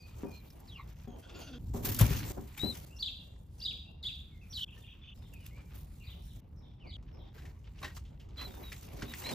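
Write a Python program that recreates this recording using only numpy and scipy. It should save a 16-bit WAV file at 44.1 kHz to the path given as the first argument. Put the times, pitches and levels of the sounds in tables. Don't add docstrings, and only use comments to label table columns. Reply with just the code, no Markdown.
import sys
import numpy as np
from scipy import signal
from scipy.fft import rfft, irfft, next_fast_len
from scipy.io import wavfile

SR = 44100
rng = np.random.default_rng(int(sys.argv[2]) if len(sys.argv) > 2 else 0)


def to_wav(sig):
    pcm = np.clip(np.atleast_2d(sig), -1, 1) * 32767
    pcm = np.round(pcm).astype(np.int16)
    wavfile.write(sys.argv[1], SR, pcm.T)


N = 411894


def from_db(db):
    return 10 ** (np.asarray(db) / 20)


def rms_one(x):
    return x / np.sqrt(np.mean(x ** 2) + 1e-20)


def at_hz(points, hz):
    points_hz, values = np.array(points).T
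    return np.interp(np.log(hz), np.log(points_hz), values)


def drift(rate, size):
    points = 1.57 * rng.standard_normal(int(size * rate / SR) + 2)
    return np.interp(np.arange(size) * rate / SR, np.arange(len(points)), points)


def two_ports(mid, side):
    return mid + side * [[1], [-1]]


def panned(x, pan_db):
    return x * from_db([[pan_db / 2], [-pan_db / 2]])


SHOT_EDGES = [0, .542, 1.063, 1.583, 2.322, 2.565, 2.852, 4.028, 4.648, 5.14, 5.728, 6.405, 6.968, 7.33,
              8.364, 9.34]


def add(out, sound, start_s, inside_s):
    shot = np.clip(np.searchsorted(SHOT_EDGES, inside_s), 1, len(SHOT_EDGES) - 1)
    at = round(start_s * SR)
    first = max(at, round(SHOT_EDGES[shot - 1] * SR))
    last = min(at + sound.shape[1], round(SHOT_EDGES[shot] * SR), N)
    out[:, first:last] += sound[:, first - at:last - at]


def by_shot(values):
    return np.array(values)[np.searchsorted(SHOT_EDGES[1:-1], np.arange(N) / SR)]


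def ring(x, hz, width):
    r = np.exp(-np.pi * width / SR)
    poles = [1, -2 * r * np.cos(2 * np.pi * hz / SR), r * r]
    return signal.lfilter((1 - r * r) / 2 * np.array([1, 0, -1]), poles, x)


def banded_noise(mid_spectrum, side_spectrum, side_db, patchy_db, grain_db, lumpy_db):
    mid, side = 0, 0
    low_end, high_end = mid_spectrum[0][0], mid_spectrum[-1][0]
    edges = low_end * 2 ** np.arange(0, np.log2(high_end / low_end), 1 / 3)
    texture_db = grain_db * drift(250, N) + lumpy_db * drift(22, N)
    white = rng.standard_normal((2, 2, N)) * from_db(texture_db)
    for k, (low, high) in enumerate(zip(edges, [*edges[1:], high_end])):
        band = signal.butter(2, [low, high], "band", fs=SR, output="sos")
        mid_band, side_band = signal.sosfilt(band, white[k % 2])
        flicker_db = patchy_db * drift(14, N)
        centre = np.sqrt(low * high)
        mid = mid + mid_band * from_db(at_hz(mid_spectrum, centre) + flicker_db)
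        side = side + side_band * from_db(at_hz(side_spectrum, centre) + flicker_db)
    return two_ports(rms_one(mid), from_db(side_db) * rms_one(side))


def note(rows, overtones=(), burr_db=1.5, waver_hz=8.7):
    s, hz, db = np.transpose(rows)
    t = np.arange(s[0], s[-1], 1 / SR)
    pitch_flutter, level_flutter = drift(450, len(t)), drift(300, len(t))
    phase = 2 * np.pi * np.cumsum(np.interp(t, s, hz) + waver_hz * pitch_flutter) / SR
    tone = np.sin(phase) + sum(from_db(level_db) * np.sin(k * phase) for k, level_db in overtones)
    soft_ends = np.minimum(1, np.minimum(t - s[0], s[-1] - t) / 0.0021)
    burr = rms_one(from_db(burr_db * level_flutter))
    return np.sqrt(2) * tone * soft_ends * from_db(np.interp(t, s, db)) * burr


def call_rows(start, length, first_hz, held_hz, last_hz, db, shape):
    loud, held, bend, first_db, last_db = shape
    share = np.array([0, loud, held, bend, 1])
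    hz = np.interp(share, [0, held, bend, 1], [first_hz, held_hz, held_hz, last_hz])
    return np.transpose([start + length * share, hz, db + np.array([first_db, 0, 0, 0, last_db])])


def echoed(x, wet_db, t60, apart=0.56, early=1.4):
    t = np.arange(int(t60 * SR)) / SR
    fading = from_db(-60 * t / t60) + early * from_db(-60 * t / 0.0747)
    tail = rng.standard_normal((2, len(t))) * fading * (t > .003)
    tail = from_db(wet_db) * two_ports(tail[0], apart * tail[1]) / np.sqrt(np.sum(tail[0] ** 2))
    tail[:, 0] = 1
    return signal.fftconvolve(x[None], tail, axes=1)


# [traffic level/dB, feather swish level/dB,
# scuffing on hand and card level/dB, dull rubbing on wood and box level/dB]
REST_LEVELS = [(-49, -69, -74, -69), (-48.5, -72, -67, -67), (-50.5, -74.5, -73.5, -65),
               (-42.5, -71, -83, -71.5), (-48.5, -64.5, -66.5, -74), (-46.5, -59.5, -63, -64),
               (-49.5, -100, -85.5, -69.5), (-49, -81.5, -74.5, -72.5), (-50, -93, -72.5, -74),
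               (-47.5, -73, -75.5, -70), (-47.5, -70, -80.5, -73), (-48.5, -100, -81.5, -70.5),
               (-46.5, -100, -74, -67), (-48.5, -85, -76, -71), (-47.5, -70, -74, -63.5)]
# [peak t/s, rise t/s, fall t/s, swish level/dB, scuff level/dB, rub level/dB]
MOVEMENTS = [(.225, 0.033, 0.068, -67, -59.5, -75), (9.27, .05, .08, -65, -52, -65),
             (.885, .012, .06, -62, -62, -80), (1.19, .012, 0.06, -64, -75, -80),
             (.278, 0.12, 0.1, -80, -80, -50.5), (1.05, .1, 0.036, -69, -61, -71),
             (1.33, 0.38, 0.28, -74, -65, -60), (1.402, 0.048, 0.11, -59, -65, -53.5),
             (1.739, .006, 0.26, -52, -60, -47), (1.852, .025, 0.17, -35.5, -47, -48),
             (2.012, 0.04, 0.063, -37.5, -38, -35.5), (2.04, .03, 0.68, -43, -48, -50),
             (2.31, .3, 0.077, -66, -69, -52), (2.376, 0.018, 0.14, -73, -66, -51),
             (2.58, 0.044, 0.089, -50, -48, -70), (2.752, 0.013, .08, -53, -56.5, -72),
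             (2.663, 0.093, 0.12, -70, -73, -46), (2.869, 0.1, 0.85, -66.5, -73, -79),
             (4.79, 0.083, 0.13, -64, -70, -63.5), (5.458, 0.025, 0.091, -59.5, -72.5, -78.5),
             (5.58, 0.026, 0.078, -86, -61, -60.5), (5.66, 0.33, 0.039, -95, -85, -68),
             (5.752, 0.021, 0.18, -60.5, -64, -62.5), (6.1, 0.3, 0.14, -76, -69.5, -80),
             (6.57, 0.18, 0.49, -88, -95, -78), (7.15, 0.23, 0.24, -88, -81, -63.5),
             (7.36, .03, 0.17, -69, -63.5, -70), (7.45, 0.11, 0.12, -63.5, -65.5, -59.5),
             (7.854, 0.099, 0.1, -57, -53.5, -55), (7.974, 0.041, 0.056, -55, -64.5, -76),
             (8.41, 0.064, 0.4, -56.5, -55.5, -52.5), (8.49, .04, 0.13, -72, -69, -52.5),
             (8.62, 0.074, 0.28, -76, -67, -56.5), (8.83, 0.13, 0.085, -62, -60.5, -60),
             (8.945, .03, .1, -68, -68, -57), (8.724, 0.022, 0.054, -55, -53, -54),
             (9.27, 0.91, 0.11, -53, -54, -54), (9.318, 0.057, 0.057, -44, -52, -38.5)]
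SWELL_SWING_DB = 20
CALL_HISS_LAG_S, CALL_HISS_RISE_S, CALL_HISS_FALL_S = 0.021, 0.13, 0.2
LONG_CHIRP_HISS_DB = -55


def rustle_gains():
    power = from_db(2 * by_shot(REST_LEVELS).T[1:])
    calls = [(s, hiss_db) for s, *_, hiss_db in CHIRP_TIMES]
    calls.append((LONG_CHIRP_S + 2 * CALL_HISS_LAG_S, LONG_CHIRP_HISS_DB))
    hisses = [(s + CALL_HISS_LAG_S, CALL_HISS_RISE_S, CALL_HISS_FALL_S, db, -np.inf, -np.inf)
              for s, db in calls]
    for s, rise, fall, *db in MOVEMENTS + hisses:
        t = np.arange(-2 * rise, 2 * fall, 1 / SR)
        swell_db = -SWELL_SWING_DB * np.where(t < 0, -t / rise, t / fall)
        shot_start = SHOT_EDGES[np.searchsorted(SHOT_EDGES, s + CALL_HISS_LAG_S) - 1]
        add(power, from_db(2 * (np.c_[db] + swell_db)), s - 2 * rise, max(s, shot_start + 1 / SR))
    return np.sqrt(power)


# [f/Hz, relative level per Hz/dB]
SWISH_COLOUR = [(530, -57.5), (900, -14.5), (991, -19), (1310, -3), (1620, -6.5), (1770, -7), (2630, -5),
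                (6480, -3.5), (8050, -3), (8660, -25.5), (9880, -22), (13400, 1), (16000, 0)]
# [f/Hz, relative level per Hz/dB]
SWISH_SIDE_COLOUR = [(530, -10.5), (900, 13.5), (1470, -15), (1920, -14.5), (2570, 6), (4680, -2.5),
                     (9770, 11.5), (12100, 3), (14900, -51), (16000, -26)]
AIR_DB = -94


def feather_swish(gain):
    noise = banded_noise(SWISH_COLOUR, SWISH_SIDE_COLOUR, side_db=-0.5, patchy_db=2.0, grain_db=2.0, lumpy_db=1.3)
    return (gain + from_db(AIR_DB)) * noise


# [f/Hz, relative level per Hz/dB]
SCUFF_COLOUR = [(600, -16.5), (1000, -1.5), (1600, -5), (2400, -2), (3600, -7), (6000, -18)]


def scuffing(gain):
    return gain * banded_noise(SCUFF_COLOUR, SCUFF_COLOUR, side_db=-7, patchy_db=1.6, grain_db=2.5, lumpy_db=2.6)


# [f/Hz, relative level per Hz/dB]
RUB_COLOUR = [(120, -28), (250, 3.5), (500, -1.5), (900, -7), (1800, -29)]


def rubbing(gain):
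    return gain * banded_noise(RUB_COLOUR, RUB_COLOUR, side_db=0.0, patchy_db=1.5, grain_db=1.0, lumpy_db=2.5)


# [t/s, level/dB, level of the modes under 150 Hz/dB, pan/dB (plus is left)]
BODY_BUMPS = [(0.234, -30, -35, 2.5), (1.075, -40.5, -19, 5), (1.343, -45.5, -20, 3),
              (1.746, -31.5, -6, 1.5), (1.848, -39, -1, 6), (1.876, -33.5, 3, 7.5), (1.905, -41, -5, 6),
              (2.011, -27, 13.5, 4), (2.03, -36, -1, 13.5), (2.063, -42.5, 13, -1), (2.087, -40, 11, 5),
              (2.108, -35, 15, 4.5), (2.147, -43.5, 10, 6), (2.23, -43.5, 6, 10), (2.305, -34, -5, 5),
              (2.38, -34.5, -6, 5.5), (2.634, -24.5, -17.5, 4), (8.469, -39.5, -20, -5),
              (8.935, -42, 0, -2), (9.025, -35, 2, -1.5), (9.088, -43.5, -2, -1), (9.319, -30.5, -18, -4)]
# [f/Hz, level/dB, time to die by 60 dB t/s]
PANEL_MODES = [(63, -4.5, 0.22), (114.4, 4, 0.098), (143.6, 1.5, 0.067), (235.6, -4.5, 0.16),
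               (302, -4, 0.056), (389, -2.5, 0.063), (524, -9, 0.044), (728, -17, 0.087), (944, -23, 0.075)]


def bumps():
    out, t = np.zeros((2, N)), np.arange(int(.3 * SR)) / SR
    chances = rng.standard_normal((len(BODY_BUMPS), len(PANEL_MODES)))
    for (s, db, low_db, pan_db), lifts in zip(BODY_BUMPS, chances):
        shuffle = rng.standard_normal((2, len(t))) * from_db(-24.5 - 60 * t / 0.23)
        push = two_ports(shuffle[0], 0.5 * shuffle[1])
        push[:, 0] = 1
        body = 0
        for (hz, mode_db, t60), lift in zip(PANEL_MODES, lifts):
            level_db = mode_db + 1.5 * lift + (low_db if hz < 150 else -6.0)
            mode = from_db(level_db - 60 * t / t60) * np.sin(2 * np.pi * hz * t)
            if hz > 150:
                body = body + signal.fftconvolve(push, mode[None], axes=1)[:, :len(t)]
            else:
                body = body + mode * (1 - np.exp(-t / 0.0066))
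        add(out, panned(from_db(db) * body, pan_db), s, s + .005)
    return out


# [t/s, level before a further 7 dB cut/dB, centre f/Hz, treble share/dB,
# time to die by 60 dB t/s, pan/dB (plus is left)]
FLICK_TIMES = [(0.5013, -48, 5400, 4, 0.052, 0.0), (0.6, -55.5, 1180, 12.5, 0.061, 3),
               (1.293, -47.5, 1150, -20, .1, 4), (1.847, -40, 2960, 16, 0.078, 9),
               (1.9457, -37, 1140, 24, 0.02, 4), (1.963, -48, 2000, 20, .06, 4),
               (1.9882, -32, 1570, 14.5, 0.14, 5), (2.0095, -25, 900, 9, 0.067, 15),
               (2.5756, -33.5, 2300, 3, 0.087, 5), (5.3352, -49, 2740, 10.5, 0.056, -6),
               (5.463, -40, 3250, 10, 0.03, -1.5), (7.025, -57, 1110, -20, 0.084, -1.0),
               (7.38, -49, 1650, -32, 0.16, 1), (7.418, -53, 2300, -28, 0.099, 0),
               (7.452, -48, 2000, -29, 0.15, 0.5), (7.4934, -53, 2050, -10, 0.039, 0.0),
               (7.642, -60, 2900, -16, 0.17, 1.5), (7.786, -48, 2710, -26, 0.073, -0.5),
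               (7.828, -34, 2000, -6, 0.089, 3.5), (7.8428, -35, 1730, -17, 0.16, 1),
               (7.9668, -44, 1170, -33, 0.092, -2), (8.05, -57, 3190, -25, 0.25, -2.0),
               (8.197, -52.5, 2980, -34, 0.22, -1), (8.287, -56.5, 930, -29, 0.14, -4),
               (8.7182, -34, 2120, -15, 0.087, 0.0), (9.02, -32.5, 1480, -39, 0.096, -1.5),
               (9.136, -29.5, 2020, -18, 0.043, -0.5), (9.2376, -40, 2270, -25, 0.12, -1.5),
               (9.2592, -34, 2250, -24, 0.11, -1), (9.2893, -28, 2300, -24, 0.056, -1.5),
               (9.313, -36, 1300, -15, 0.054, -4)]
# [f/Hz, width f/Hz, level/dB]
CARD_RINGS = [(1124, 140, -3.5), (1920, 1200, -4), (2760, 1450, -4.5), (3730, 3800, -5)]


def flicks():
    out, t = np.zeros((2, N)), np.arange(int(.15 * SR)) / SR
    treble = signal.butter(2, 5500, "high", fs=SR, output="sos")
    for s, db, hz, treble_db, t60, pan_db in FLICK_TIMES:
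        noise = rng.standard_normal((2, len(t))) * from_db(0.79 * drift(550, len(t)))
        noise = two_ports(noise[0], 0.12 * noise[1])
        card = 0
        for top, width, top_db in CARD_RINGS:
            level_db = top_db - 1.9 * abs(np.log2(top / hz))
            card = card + from_db(level_db) * ring(ring(noise, top, width), top, 2 * width)
        puff = rms_one(card + 2.1 * ring(noise, hz, 390) + 0.039 * noise)
        swish = rms_one(signal.sosfilt(treble, noise)) * from_db(treble_db - 30 * t / t60)
        envelope = from_db(db - 7.0 - 60 * t / t60) * np.minimum(1, t / .002)
        add(out, panned(envelope * (puff + swish), pan_db), s, s + .005)
    return out


# [t/s, level/dB, strongest near f/Hz, crackle decay t/s]
BOX_KNOCKS = [(7.8165, -46, 1000, .008), (7.828, -39, 3900, .006), (7.832, -35, 1100, .006),
              (7.845, -36.5, 1800, 0.01), (7.859, -43, 1900, 0.0088), (7.877, -48, 1900, .01),
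              (7.905, -53.5, 1900, .015), (7.9674, -50, 1200, 0.011)]
# [f/Hz, level/dB, time to die by 60 dB t/s]
BOX_MODES = [(840, -6, .03), (1100, 0, .045), (1560, -2, .03), (1890, 0, .06), (2670, -3, .025),
             (3865, -2, .025), (4221, -4, .025), (5685, -12, .015)]


def knocks():
    out, t = np.zeros((2, N)), np.arange(int(.12 * SR)) / SR
    for s, db, near_hz, crackle_s in BOX_KNOCKS:
        is_click = rng.random(len(t)) < 2500 / SR
        clicks = is_click * rng.standard_normal(len(t)) * np.exp(-t / crackle_s)
        clicks[0] = 1
        body = 0
        for hz, mode_db, t60 in BOX_MODES:
            level_db = mode_db - 7.6 * abs(np.log2(hz / near_hz)) - 60 * t / t60
            phase = rng.uniform(0, 1, (2, 1))
            body = body + from_db(level_db) * np.sin(2 * np.pi * hz * t + phase)
        clicks = clicks[None] / np.linalg.norm(clicks)
        add(out, from_db(db) * signal.fftconvolve(clicks, body, axes=1), s, s)
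    return out


# [start t/s, length t/s, first f/Hz, held f/Hz, last f/Hz, level/dB]
YOUNG_SQUEAKS = [(0.325, 0.082, 4130, 4190, 3700, -62.5), (2.591, 0.14, 3710, 4033, 3620, -38.5),
                 (8.369, 0.11, 4010, 4057, 3810, -48), (8.5, 0.094, 3700, 3640, 3600, -65),
                 (8.63, 0.077, 3950, 3820, 3480, -55.5), (9.038, .045, 3580, 3620, 3700, -64),
                 (9.078, 0.046, 3840, 3776, 3700, -55), (9.239, 0.076, 3880, 4160, 3900, -44),
                 (9.322, 0.028, 3570, 3720, 3700, -50)]
# [multiple of the pitch, level/dB]
SQUEAK_HARMONICS = [(2, -21), (3, -21.5)]
# [loud from, pitch held from, bend from (shares of the length), first level/dB, last level/dB]
SQUEAK_OUTLINE = (.12, .45, .82, -10, -14)


def squeaks():
    out = np.zeros((2, N))
    for rows in [call_rows(*row, SQUEAK_OUTLINE) for row in YOUNG_SQUEAKS]:
        in_loft = SHOT_EDGES[3] < rows[0][0] < SHOT_EDGES[6]
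        pan_db = 8.0 if in_loft else -2.2
        tone = note(rows, SQUEAK_HARMONICS if in_loft else (), 1.6, 28.4)
        add(out, panned(echoed(tone, -7.5, 0.074, 0.48), pan_db), rows[0][0], rows[0][0] + .01)
    return out


# [t/s, rms level/dB, power share of pulses against breath]
COO_THROBS = [(1.222, -63, .05), (1.282, -62, .05), (1.34, -57.5, .45), (1.4, -55.5, .3), (1.463, -58, .35),
              (1.523, -58, .45)]
# [f/Hz, width f/Hz, level/dB]
COO_RESONANCES = [(640, 270, 2.5), (1080, 350, -1.5), (1400, 140, 2), (2800, 230, 4), (3300, 360, 5),
                  (4480, 660, 1), (6140, 280, -7)]
# [t/s, f/Hz, level/dB]
COO_TONE = [(1.335, 350, -61), (1.4, 357.7, -63), (1.45, 325.4, -67), (1.49, 285.5, -61),
            (1.525, 253.8, -55), (1.585, 250.6, -53.5)]
THROB_RISE_S, THROB_FALL_S = 0.012, .034
THROB_SHIFT, THROB_SPREAD_DB = .02, 2


def coo_throbs():
    out, size = np.zeros((2, N)), int(.09 * SR)
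    t = np.arange(size) / SR
    throb = (1 - np.exp(-t / THROB_RISE_S)) * np.exp(-t / THROB_FALL_S)
    chances = rng.standard_normal((len(COO_THROBS), len(COO_RESONANCES), 2))
    for (s, db, voiced), chance in zip(COO_THROBS, chances):
        pitch = np.interp(s + t, *np.transpose(COO_TONE)[:2]) + 7.0 * drift(200, size)
        pulses = rms_one(np.diff(np.floor(np.cumsum(pitch) / SR), prepend=0))
        breath = rng.standard_normal((2, size))
        throat = np.sqrt(voiced) * pulses + np.sqrt(1 - voiced) * breath[0]
        source = two_ports(throat, 0.28 * breath[1]) * throb
        rings = 0
        for (hz, width, top_db), (shift, spread) in zip(COO_RESONANCES, chance):
            moved_hz = hz * (1 + THROB_SHIFT * shift)
            rung = rms_one(ring(ring(source, moved_hz, width), moved_hz, 2 * width))
            rings = rings + from_db(top_db + THROB_SPREAD_DB * spread) * rung
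        add(out, from_db(db) * rms_one(rings), s, s)
    return out


# [t/s, f/Hz, level/dB]
LOFT_HUM = [(1.585, 115.7, -56.5), (1.9, 115.3, -41.5), (2.2, 113.8, -43.5), (2.32, 112.6, -55)]


def coo_tone_and_hum():
    out = np.zeros((2, N))
    for rows in COO_TONE, LOFT_HUM:
        tone = note(rows, [(2, -7.5)], 0.99, 19.7)
        add(out, echoed(tone, -2.5, 0.13), rows[0][0], rows[0][0] + .01)
    return out


# [t/s, f/Hz, level/dB]
FALLING_CALL = [(.675, 5300, -67), (.688, 4000, -57), (.71, 3500, -60), (.74, 3130, -58), (.765, 2600, -58),
                (.79, 2200, -57), (.81, 2150, -60), (.83, 1850, -76)]
# [t/s, f/Hz, level/dB]
FALLING_LOW = [(.762, 1100, -74), (.785, 1074, -64), (0.799, 1060, -54), (.815, 1046, -65), (.84, 990, -81)]
# [t/s, f/Hz, level/dB]
FALLING_HIGH = [(.765, 4600, -76), (.79, 4100, -71), (.815, 3750, -71), (.835, 3650, -75)]


def falling_call():
    out = np.zeros((2, N))
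    rasp = note(FALLING_CALL, [(1.8, -20)], burr_db=3.5, waver_hz=95.0)
    add(out, echoed(rasp, -1.0, 0.15, 0.3, 0.6), FALLING_CALL[0][0], FALLING_CALL[0][0])
    for rows in FALLING_LOW, FALLING_HIGH:
        add(out, echoed(note(rows, (), 3.2, 74.0), 0.5, 0.092, .3), rows[0][0], rows[0][0])
    return out


# [delay t/s, level/dB]
HOUSE_ECHOES = [(.057, -13.5), (.102, -20.5), (.14, -21)]


def off_walls(x):
    out = np.concatenate([x, np.zeros(SR // 5)])
    for delay_s, db in HOUSE_ECHOES:
        lag = round(delay_s * SR)
        out[lag:lag + len(x)] += from_db(db) * x
    return out


# [t after its start/s, f/Hz, relative level/dB]
CHIRP_PARTS = [
    [(-.028, 5680, -30), (-.016, 5500, -21.5), (-.004, 5100, -13)],
    [(0, 3327, -15), (.012, 4550, -5.5), (.024, 4750, -6), (.035, 4606, -1.5), (.043, 3747, 3),
     (.051, 3675, 0.5), (.055, 3500, -5)],
    [(.057, 2986, -11), (.064, 3250, -6.5), (.072, 3350, -0.5), (.08, 3860, 0.5), (.092, 3400, -3),
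     (.1, 2894, -4.5), (.112, 2500, -23.5), (.122, 2320, -25)],
]
# [t/s, level/dB, lead-in level/dB, first part against the second/dB, echo level/dB, hiss level/dB]
CHIRP_TIMES = [(2.985, -38.5, 0, -1, -3.5, -62), (3.612, -39.5, 1, 1.5, -3.5, -60.5),
               (3.989, -36.5, -8, -7, -2.5, -57), (6.031, -57, -14, -4, 0.5, -76),
               (6.862, -52.5, -15, -5, -1, -92)]
GARDEN_T60_S, GARDEN_DB = 0.5, 0.5


def sparrow_chirps():
    out = np.zeros((2, N))
    for s, db, lead_db, first_db, echo_db, _ in CHIRP_TIMES:
        for rows, part_db, waver_hz in zip(CHIRP_PARTS, (lead_db, first_db, 0), (300.0, 110.0, 80.0)):
            tone = note(rows, [(2, -28.0), (3, -36.5)], 3.0, waver_hz)
            tone = from_db(db + part_db) * off_walls(tone)
            add(out, echoed(tone, echo_db, GARDEN_T60_S, 0.8, 1.3), s + rows[0][0], s + .06)
    return out


# [t after its start/s, f/Hz, relative level/dB]
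LONG_CHIRP_PARTS = [
    [(-.03, 5600, -23), (-.018, 5630, -16), (-.006, 5910, -21), (0, 4660, -3)],
    [(0, 3060, -5.5), (.009, 4710, -12), (.022, 4100, -5.5), (.042, 3800, -1), (.052, 3105, -4.5),
     (.072, 2950, -4)],
    [(.074, 2723, -10), (.087, 3100, -2), (.099, 3570, -3), (.11, 2830, 0), (.12, 2920, -9)],
]
LONG_CHIRP_S, LONG_CHIRP_DB = 4.528, -39
# [start t/s, length t/s, first f/Hz, held f/Hz, last f/Hz, level/dB]
FAR_WHISTLES = [(0, 0.09, 2450, 2517, 2454, -67.5), (0, .04, 4860, 4590, 4280, -65),
                (0.258, 0.17, 2446, 2460, 2325, -69), (1.073, 0.096, 3370, 3180, 3050, -72.5),
                (1.354, 0.12, 7170, 6220, 5980, -65), (2.904, 0.057, 2630, 2840, 2740, -65),
                (3.185, 0.051, 2825, 2745, 2710, -66), (3.597, 0.045, 2780, 2850, 2760, -64),
                (3.852, 0.057, 2620, 2785, 2790, -64.5), (4.313, 0.089, 2280, 2060, 2100, -73),
                (4.413, 0.042, 2720, 2410, 2390, -65), (4.035, 0.031, 2180, 1970, 1940, -68.5),
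                (4.867, 0.078, 3350, 3310, 3280, -68), (5.032, .1, 3530, 3547, 3400, -65),
                (4.767, 0.02, 1740, 1880, 1790, -70), (5.326, 0.06, 2780, 2506, 2400, -63),
                (5.398, 0.053, 2980, 2860, 2740, -68.5), (5.509, .11, 2104, 2400, 2354, -67),
                (6.802, 0.098, 3110, 2295, 2080, -64.5), (9.312, .01, 5300, 5000, 4600, -51),
                (1.077, .07, 6700, 6500, 6450, -77), (8.372, 0.03, 3640, 3120, 3320, -56.5)]
# [loud from, pitch held from, bend from (shares of the length), first level/dB, last level/dB]
WHISTLE_OUTLINE = (0.62, 0.23, 0.5, -0.5, -4.5)


def long_chirp_and_whistles():
    out = np.zeros((2, N))
    long_chirp = [np.add(rows, [LONG_CHIRP_S, 0, LONG_CHIRP_DB]) for rows in LONG_CHIRP_PARTS]
    whistles = [call_rows(*row, WHISTLE_OUTLINE) for row in FAR_WHISTLES]
    for rows in long_chirp + whistles:
        tone = note(rows, [(1.8, -22.5)], 2.0, 25.0)
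        add(out, echoed(tone, GARDEN_DB, GARDEN_T60_S, 0.36, 0.6), rows[0][0], rows[-1][0] - .002)
    return out


# [t after its start/s, f/Hz, relative level/dB]
WARBLE_NOTES = [
    [(0, 3560, 3.5), (.012, 3385, -13), (.022, 3060, 7)],
    [(.016, 2290, -8), (.026, 2750, 1), (.034, 3040, 1.5)],
]
# [t/s, level/dB]
WARBLE_TIMES = [(4.662, -60), (4.705, -61), (4.82, -62), (4.862, -60), (4.9, -62), (5.017, -61.5),
                (5.058, -58), (5.098, -62)]
# [t after its start/s, f/Hz, relative level/dB]
REPLY_NOTES = [
    [(0, 5450, -6), (.02, 5350, -3), (.04, 5200, -8)],
    [(.055, 3850, -5), (.075, 3650, 0), (.1, 3450, 0), (.13, 3400, -4)],
]
# [t/s, level/dB]
REPLY_TIMES = [(5.155, -88), (6.219, -86), (6.554, -88), (7.12, -87.5)]
# [t after its start/s, f/Hz, relative level/dB]
SINKING_NOTES = [
    [(0, 2930, -2), (.03, 2730, 4), (.06, 2350, -3), (.09, 2130, 2)],
]
# [t/s, level/dB]
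SINKING_TIMES = [(5.99, -76.5)]
FAR_T60_S = .7


def far_calls():
    out = np.zeros((2, N))
    # notes, times, echo level/dB, pitch waver f/Hz, echo time t/s
    voices = [(WARBLE_NOTES, WARBLE_TIMES, 1.5, 50.0, GARDEN_T60_S),
              (REPLY_NOTES, REPLY_TIMES, 20.0, 200.0, FAR_T60_S),
              (SINKING_NOTES, SINKING_TIMES, 12.0, 150.0, GARDEN_T60_S)]
    for notes, calls, echo_db, waver_hz, t60 in voices:
        for s, db in calls:
            for rows in notes:
                tone = from_db(db) * note(rows, (), 2.4, waver_hz)
                add(out, echoed(tone, echo_db, t60, 0.54), s + rows[0][0], s)
    return out


# [f/Hz, relative level per Hz/dB]
TRAFFIC_COLOUR = [(12, -22), (20, -19), (40, -1), (65, 0.5), (97, -5.5), (177, -13), (447, -39.5),
                  (484, -32.5), (549, -53), (900, -40.5), (1170, -63.5), (1980, -120)]


def distant_traffic():
    noise = banded_noise(TRAFFIC_COLOUR, TRAFFIC_COLOUR, side_db=-20.5, patchy_db=1.0, grain_db=0.3, lumpy_db=0.4)
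    return from_db(by_shot(REST_LEVELS).T[0]) * noise


FADE_IN_S, FADE_IN_DB, FADE_OUT_S = 0.015, -6.5, .003


def shot_fades():
    t = np.arange(N) / SR
    since_start_s = t - by_shot(SHOT_EDGES[:-1])
    until_end_s = by_shot(SHOT_EDGES[1:]) + 1 / SR - t
    fade_in = from_db(FADE_IN_DB * np.maximum(0, 1 - since_start_s / FADE_IN_S))
    return fade_in * np.minimum(1, until_end_s / FADE_OUT_S)


def scene():
    swish_gain, scuff_gain, rub_gain = rustle_gains()
    handling = feather_swish(swish_gain) + scuffing(scuff_gain) + rubbing(rub_gain)
    hits = bumps() + flicks() + knocks()
    near_voices = squeaks() + coo_throbs() + coo_tone_and_hum() + falling_call()
    garden_birds = sparrow_chirps() + long_chirp_and_whistles() + far_calls()
    return shot_fades() * (handling + hits + near_voices + garden_birds + distant_traffic())


# [f/Hz, phase/radians]
LEFT_LEAD = [(60, 0), (400, 0.2), (1000, 0.0055), (3000, 0.68), (6000, 0.46), (13000, 0)]


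def record(dry):
    dry = signal.sosfilt(signal.butter(2, 36, "high", fs=SR, output="sos"), dry)
    dry = signal.sosfilt(signal.butter(4, 15000, fs=SR, output="sos"), dry)
    mid = dry.mean(0)
    dipped_mid = signal.lfilter(*signal.iirnotch(9100, 4.0, SR), mid)
    size = next_fast_len(N + 512)
    lead = at_hz(LEFT_LEAD, np.maximum(np.fft.rfftfreq(size, 1 / SR), 1))
    turn = np.exp(.5j * lead * [[1], [-1]])
    ports = irfft(rfft(dry - mid + dipped_mid, size) * turn, size)[:, :N]
    return signal.sosfilt(signal.cheby2(12, 70, 16360, fs=SR, output="sos"), ports)


dry = scene()
out = record(dry)
to_wav(out)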